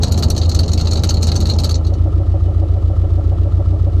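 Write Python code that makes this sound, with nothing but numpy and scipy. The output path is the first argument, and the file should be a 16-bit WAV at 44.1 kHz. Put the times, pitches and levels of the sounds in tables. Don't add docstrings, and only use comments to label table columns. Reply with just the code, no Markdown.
import sys
import numpy as np
from scipy import signal
from scipy.fft import rfft, irfft
from scipy.io import wavfile

SR = 44100
rng = np.random.default_rng(int(sys.argv[2]) if len(sys.argv) > 2 else 0)


def to_wav(s):
    ch = np.atleast_2d(s).T
    pcm = np.round(np.clip(ch, -1, 1) * 32767)
    wavfile.write(sys.argv[1], SR, pcm.astype(np.int16))


N = 176400
TIME = np.arange(N) / SR

# time_s, cycles_per_s
ENGINE_SPEED = [(0, 6.7845), (.6, 6.774), (1, 6.896), (1.7, 6.9064), (1.95, 7.117), (2.3, 7.165),
                (3.15, 7.1651), (3.6, 7.298), (4, 7.2978)]
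# time_s, share (0-1)
GEAR_LOAD = [(0, 1), (1.7, 1), (1.8, .45), (2, 0)]
# place, strength_db
FIRINGS = [(.069, -4.5), (.31, -1.7), (.565, -4.4), (.814, 0)]
# multiple of the cycle rate, loaded_db, free_db
BOOM_HARMONICS = [(4, -33, -36), (7, -36, -32), (8, -20, -16), (9, -26, -22), (11, -28, -23),
                  (12, -12.3, -13.5), (13, -22, -16.5), (14, -22, -24), (15, -31, -35), (16, -26, -33),
                  (20, -37, -35), (24, -42, -41)]
# place, width, level_db
RATTLE_BURSTS = [(0.9, 0.027, -52), (0.04, 0.036, -51), (0.66, 0.062, -53)]
CHUFF_BURSTS = [(0.3, 0.015, -33.5), (0.43, 0.025, -35.5), (0.17, 0.036, -36), (0.5, 0.012, -40)]
DRONE_BURSTS = [(0.94, 0.028, -22.5), (0.1, 0.073, -27.5), (0.2, 0.061, -24), (0.4, 0.11, -29),
                (.63, 0.021, -22)]
# place, level_db
VALVE_TAPS = [(.245, -39.5), (0.399, -33), (.655, -26), (.695, -31.5), (0.911, -34.5), (.01, -43)]
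CHUFF_PULSES = [(0.18, -20), (.218, -21), (.256, -20.5), (0.294, -20), (0.332, -27)]
# time_s, level_db
JUDDER_LEVEL = [(0, -19.5), (.27, -21.5), (.52, -24.5), (.78, -23.5), (.93, -21.5), (1.15, -22.5),
                (1.4, -22.5), (1.62, -21.5), (1.8, -29), (2.05, -38.5), (2.3, -64.5)]
# start_s, level_db, bright_db (5-7 kHz), treble_db (above 9 kHz)
TOOTH_CLASHES = [(0.0216, -25, 1, -32), (0.0328, -10, -4.5, -15), (0.0728, -24, -13, -25.0),
                 (0.0798, -24, -5, -18.0), (0.1117, -27, -8, -19), (0.1204, -21.0, -1.0, -3.5),
                 (0.1425, -20.5, -11, -24), (0.176, -15.5, -4.5, -14.5), (0.1892, -29, -4, -1),
                 (0.2245, -12.5, -8, -17), (0.231, -12, -10, -23), (0.237, -16, -7, -10),
                 (0.3011, -18.0, 1.5, -1), (0.3068, -18, -20, -23), (0.3502, -29, -10, -30.0),
                 (0.364, -19, -4, -16), (0.3774, -18.5, 2, -14), (0.4141, -19.5, -10.5, -25),
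                 (0.4328, -20, -8.0, -26.0), (0.4535, -23, -17, -20), (0.4937, -16, -5, -16.0),
                 (0.5145, -20.5, -6, -25.0), (0.5466, -19.0, 0, -12), (0.5623, -20, -6, -26.0),
                 (0.5901, -16.5, -9, -13), (0.603, -23, -8, -11), (0.6327, -25, -3, -21.0),
                 (0.6794, -21, -5, -18), (0.689, -23.5, -9.0, -20), (0.7169, -23.5, -2, -16),
                 (0.7334, -18, -0.5, -11.5), (0.7754, -18, -7.5, -18.0), (0.7986, -20, -10, -22.0),
                 (0.8102, -16.5, -4, -17), (0.8545, -22, -10, -21.0), (0.871, -17.5, -10, -24.0),
                 (0.88, -21.0, -11, -26.0), (0.9097, -23, 0, -16), (0.921, -21, -7, -23.0),
                 (0.9319, -19, -2, -12.5), (0.9561, -18.0, -8, -24.0), (0.9707, -19, -7.5, -21),
                 (0.9923, -23, -5, -25), (1.0354, -11.5, -7, -13), (1.0488, -22, -9, -15),
                 (1.09, -17.5, 1, -17), (1.097, -18, 0.5, -11), (1.106, -15.5, -9, -16),
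                 (1.1402, -18.5, -6, -18), (1.1698, -18, -13, -26), (1.2207, -27, -4.0, -13),
                 (1.2278, -16, -2, -13.0), (1.2403, -21.5, -6.5, -16.0), (1.2696, -19, 0.5, -13.0),
                 (1.278, -20.5, -3.0, -17.0), (1.2869, -16.5, -13, -22), (1.317, -14, -11, -23),
                 (1.3544, -19, -5, -17), (1.361, -17.5, -0.5, -15), (1.4027, -23.0, -4, -7.5),
                 (1.41, -21.0, -3.0, -17.0), (1.4216, -25.5, -12, -21.0), (1.4552, -18, -8.0, -18),
                 (1.4685, -18, -11, -17), (1.49, -20, -7, -22.0), (1.4981, -17.5, -5, -16),
                 (1.509, -20, -20, -28), (1.5358, -24.5, -1.5, -24), (1.586, -17.5, -7.0, -18),
                 (1.5988, -20.5, -5.0, -13), (1.6357, -18, -7, -14), (1.6423, -18.5, -5, -9),
                 (1.6533, -18.0, -9, -18.0), (1.6924, -18.5, -4, -16), (1.7097, -19, -5, -14),
                 (1.742, -23.0, -0.5, -27.0), (1.754, -23.5, -4, -26), (1.8477, -33, -6, -25),
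                 (1.8669, -27, -9, -16), (1.9366, -32, -4, -15)]
# pitch_hz, level_db, decay_s
GEAR_RING = [(3787, -17.5, 0.014), (3994, -15, 0.0087), (4190, -18.5, 0.016), (4256, -5.5, 0.0037)]
# start_s, pitch_hz, level_db, decay_s
TOOTH_PINGS = [(0.303, 5670, -14, 0.0037), (.733, 6650, -16.5, 0.0035), (1.362, 6150, -14, 0.0038),
               (1.498, 4160, -15.5, 0.016), (1.754, 6200, -25.5, 0.008)]
# frequency_hz, gain_db
HISS_SPECTRUM = [(880, -28), (1500, 1), (1810, 3), (2150, -2.5), (2890, -2.5), (4060, -4), (9500, -17),
                 (12000, -22.5), (14500, -34.5), (15500, -43.5)]
RUMBLE_SPECTRUM = [(10, -2.5), (27, 6), (42, -29), (100, -6.5), (150, -12), (250, -29.5), (1000, -69)]
RATTLE_SPECTRUM = [(1500, -14), (1800, 6.5), (2400, 0.5), (2900, 5.5), (3300, 5.5), (4000, 7), (5500, 0),
                   (8500, -9), (15000, -22.5)]
VALVE_SPECTRUM = [(600, -24.5), (950, -5.5), (1120, -2.5), (1190, 3), (1270, -0.5), (1350, 4.5), (1400, -6),
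                  (1470, -42), (2500, -44.5)]
CHUFF_SPECTRUM = [(300, -59.5), (495, -5.5), (540, 0.5), (600, -3), (660, -2.5), (735, -7), (790, -12.5),
                  (850, -10), (900, -19.5), (1100, -23), (1500, -50), (4000, -73)]
DRONE_SPECTRUM = [(100, -34.5), (140, 0), (175, -1.5), (210, -12.5), (260, -7), (312, 1), (360, -2.5),
                  (385, -7.5), (420, -3), (470, -14.5), (560, -30.5), (1000, -72)]
JUDDER_SPECTRUM = [(20, -22), (60, 1.5), (120, 2), (165, 1.5), (195, -4), (235, -0.5), (300, -14),
                   (380, -9), (500, -13.5), (800, -17), (1400, -37), (2000, -62)]
FLOOR_SPECTRUM = [(90, -35), (150, -8), (240, 8), (400, 16), (600, 10.5), (820, -16), (950, -38),
                  (1350, -36), (1600, -36), (4000, -77)]
CASE_SPECTRUM = [(600, -13), (1000, -17), (1350, -9), (1460, -17.5), (2300, -19.5), (2950, -13),
                 (3300, -16.5), (3800, -10), (4230, 1), (4450, 2.5), (4750, -9), (5250, -8), (5700, -5),
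                 (5950, -12.5), (6270, -1), (6600, -8), (6900, -3.5), (7300, -17), (7900, -14.5),
                 (8700, -21), (9300, -27.5), (10500, -30.5), (11300, -33.5), (11600, -22.5), (11900, -33),
                 (13000, -34), (14000, -30), (15000, -42), (16000, -55)]


def amp(db):
    return 10 ** (np.asarray(db) / 20)


def unit(x):
    return x / np.sqrt(np.mean(x ** 2) + 1e-20)


def curve(points):
    return np.interp(TIME, *np.transpose(points))


def add(mix, start_s, sound):
    part = mix[max(round(start_s * SR), 0):][:len(sound)]
    part += sound[:len(part)]


def colour(x, spectrum, size=8192):
    hz, db = np.transpose(spectrum)
    bin_hz = abs(np.fft.fftfreq(size, 1 / SR))
    gain = unit(amp(np.interp(np.log(bin_hz + 1), np.log(hz), db)))
    minimum_phase = np.exp(np.conj(signal.hilbert(np.log(gain))))
    response = np.fft.ifft(minimum_phase).real
    return signal.fftconvolve(x, response[:size // 2])[:len(x)]


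def wander(hz):
    lowpass = np.exp(-(np.fft.rfftfreq(N, 1 / SR) / hz) ** 2)
    return unit(irfft(rfft(rng.standard_normal(N)) * lowpass, N))


def swell(cycle, bursts):
    return sum(amp(db) ** 2 * np.exp(-(((cycle - place + .5) % 1 - .5) / width) ** 2)
               for place, width, db in bursts)


def flaring_noise(cycle, bursts, spectrum, floor_db):
    envelope = np.sqrt(amp(floor_db) ** 2 + swell(cycle, bursts))
    return colour(rng.standard_normal(N) * envelope, spectrum)


def knocks(cycle, pattern, uneven_db, jitter_s=.00004):
    out = np.zeros(N)
    for turn in range(int(cycle[-1]) + 1):
        for place, db in pattern:
            late, strong = rng.standard_normal(2)
            at = round((np.interp(turn + place, cycle, TIME) + jitter_s * late) * SR)
            if 0 <= at < N and turn + place < cycle[-1]:
                out[at] += amp(db + uneven_db * strong)
    return out


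def cabin_background(whistle_hz=2980):
    whistle = amp(-64) * wander(hz=25) * np.sin(2 * np.pi * whistle_hz * TIME)
    hiss = amp(-55) * colour(rng.standard_normal(N), HISS_SPECTRUM)
    rumble = amp(-33) * colour(rng.standard_normal(N), RUMBLE_SPECTRUM)
    return whistle + hiss + rumble


def rattles(cycle):
    return flaring_noise(cycle, RATTLE_BURSTS, RATTLE_SPECTRUM, floor_db=-64.5)


def valves(cycle):
    taps = amp(10.5) * knocks(cycle, VALVE_TAPS, uneven_db=-3.1)
    return colour(taps + amp(-51) * rng.standard_normal(N), VALVE_SPECTRUM)


def chuff(cycle):
    return flaring_noise(cycle, CHUFF_BURSTS, CHUFF_SPECTRUM, floor_db=-41.5)


def chuff_pulses(cycle):
    gain = amp(13 - 12.5 * curve(GEAR_LOAD))
    return colour(gain * knocks(cycle, CHUFF_PULSES, uneven_db=1), CHUFF_SPECTRUM)


def panel_drone(cycle, pitch_hz=311.3, drift_rad=.7):
    note = np.sin(2 * np.pi * pitch_hz * TIME + drift_rad * wander(hz=29.3))
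    envelope = amp(-4.5 - 4.5 * curve(GEAR_LOAD)) * np.sqrt(swell(cycle, DRONE_BURSTS))
    noise = flaring_noise(cycle, DRONE_BURSTS, DRONE_SPECTRUM, floor_db=-26)
    return envelope * note + amp(-8.5) * noise


def cabin_boom(cycle, lead_rad=.78, shake_free=.051, shake_loaded=.18):
    load = curve(GEAR_LOAD)
    place, strength_db = np.transpose(FIRINGS)
    shake = shake_free + (shake_loaded - shake_free) * load
    out = np.zeros(N)
    for multiple, loaded_db, free_db in BOOM_HARMONICS:
        firings = np.sum(amp(strength_db) * np.exp(-2j * np.pi * multiple * place))
        tone = np.exp(1j * (2 * np.pi * multiple * cycle + np.angle(firings) + lead_rad))
        unsteady = 1 + shake * (wander(hz=20) + 1j * wander(hz=18))
        out += amp(free_db + (loaded_db - free_db) * load) * (tone * unsteady).real
    return out


def gearbox_judder():
    lumpy_noise = rng.standard_normal(N) * amp(1.2 * wander(hz=52.4))
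    return amp(curve(JUDDER_LEVEL)) * unit(colour(lumpy_noise, JUDDER_SPECTRUM))


def tooth_strike(t, envelope, bright_db, treble_db, skids_per_s=550, skid_s=.0094, damping_per_s=36):
    noise, slips = rng.standard_normal((2, len(t)))
    contacts = amp(-5.5) * slips * (rng.random(len(t)) < skids_per_s / SR) * np.exp(-t / skid_s)
    contacts[0] = 1
    ring = rfft(signal.fftconvolve(contacts, noise * envelope)[:len(t)])
    hz = np.fft.rfftfreq(len(t), 1 / SR)
    treble_band = np.clip((hz - 7000) / 2500, 0, 1)
    bright_band = np.clip((hz - 4700) / 600, 0, 1) - treble_band
    plain_bright_db, plain_treble_db = -2, -21
    ring *= amp(bright_band * (bright_db - plain_bright_db) + treble_band * (treble_db - plain_treble_db))
    body = irfft(ring * (1 - treble_band), len(t))
    treble = irfft(ring * treble_band, len(t))
    return body + treble * np.exp(-t * damping_per_s)


def gear_ring(t, spread_db=7, detune=.0202):
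    pitch_hz, level_db, decay_s = np.transpose(GEAR_RING)[:, :, None]
    strong, phase, sharp = rng.uniform(-.92, 1, (3, len(pitch_hz), 1))
    modes = np.sin(2 * np.pi * pitch_hz * (1 + detune * sharp) * t + np.pi * phase)
    return (amp(level_db + spread_db * strong) * np.exp(-t / decay_s) * modes).sum(0)


def tooth_scrape(ring_envelope, grazes_per_s=170):
    grazes = rng.standard_normal(N) * (rng.random(N) < grazes_per_s / SR) * curve(GEAR_LOAD) ** 3
    return signal.fftconvolve(grazes, rng.standard_normal(len(ring_envelope)) * ring_envelope)[:N]


def clashing_gears(rise_s=.0005, case_s=.0044, cabin_s=.019, thump_s=.014):
    t = np.arange(SR // 8) / SR
    window = (1 - np.exp(-t / rise_s)) * np.cos(np.pi / 2 * t / t[-1]) ** 2
    case_decay = window * np.exp(-t / case_s)
    cabin_tail = amp(-14.5) * window * np.exp(-t / cabin_s)
    case, tones, thumps = np.zeros((3, N))
    for start_s, db, bright_db, treble_db in TOOTH_CLASHES:
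        add(case, start_s, amp(db) * tooth_strike(t, case_decay + cabin_tail, bright_db, treble_db))
        add(tones, start_s, amp(db) * window * gear_ring(t))
        thump = rng.standard_normal(len(t)) * np.exp(-t / thump_s)
        add(thumps, start_s, amp(.55 * db) * thump)
    case += amp(-33) * tooth_scrape(case_decay)
    for start_s, pitch_hz, db, decay_s in TOOTH_PINGS:
        add(tones, start_s, amp(db) * window * np.exp(-t / decay_s) * np.sin(2 * np.pi * pitch_hz * t))
    return amp(-4) * colour(case, CASE_SPECTRUM) + tones + amp(-26) * colour(thumps, FLOOR_SPECTRUM)


def scene():
    cycle = np.cumsum(curve(ENGINE_SPEED)) / SR
    clatter = rattles(cycle) + valves(cycle) + chuff_pulses(cycle)
    engine = clatter + chuff(cycle) + panel_drone(cycle) + cabin_boom(cycle)
    return (cabin_background() + engine + gearbox_judder() + clashing_gears())[None]


def record(dry):
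    lowpass = signal.firwin(255, cutoff=15650, window=("kaiser", 9), fs=SR)
    return signal.oaconvolve(dry, lowpass[None], "same")


dry = scene()
out = record(dry)
to_wav(out)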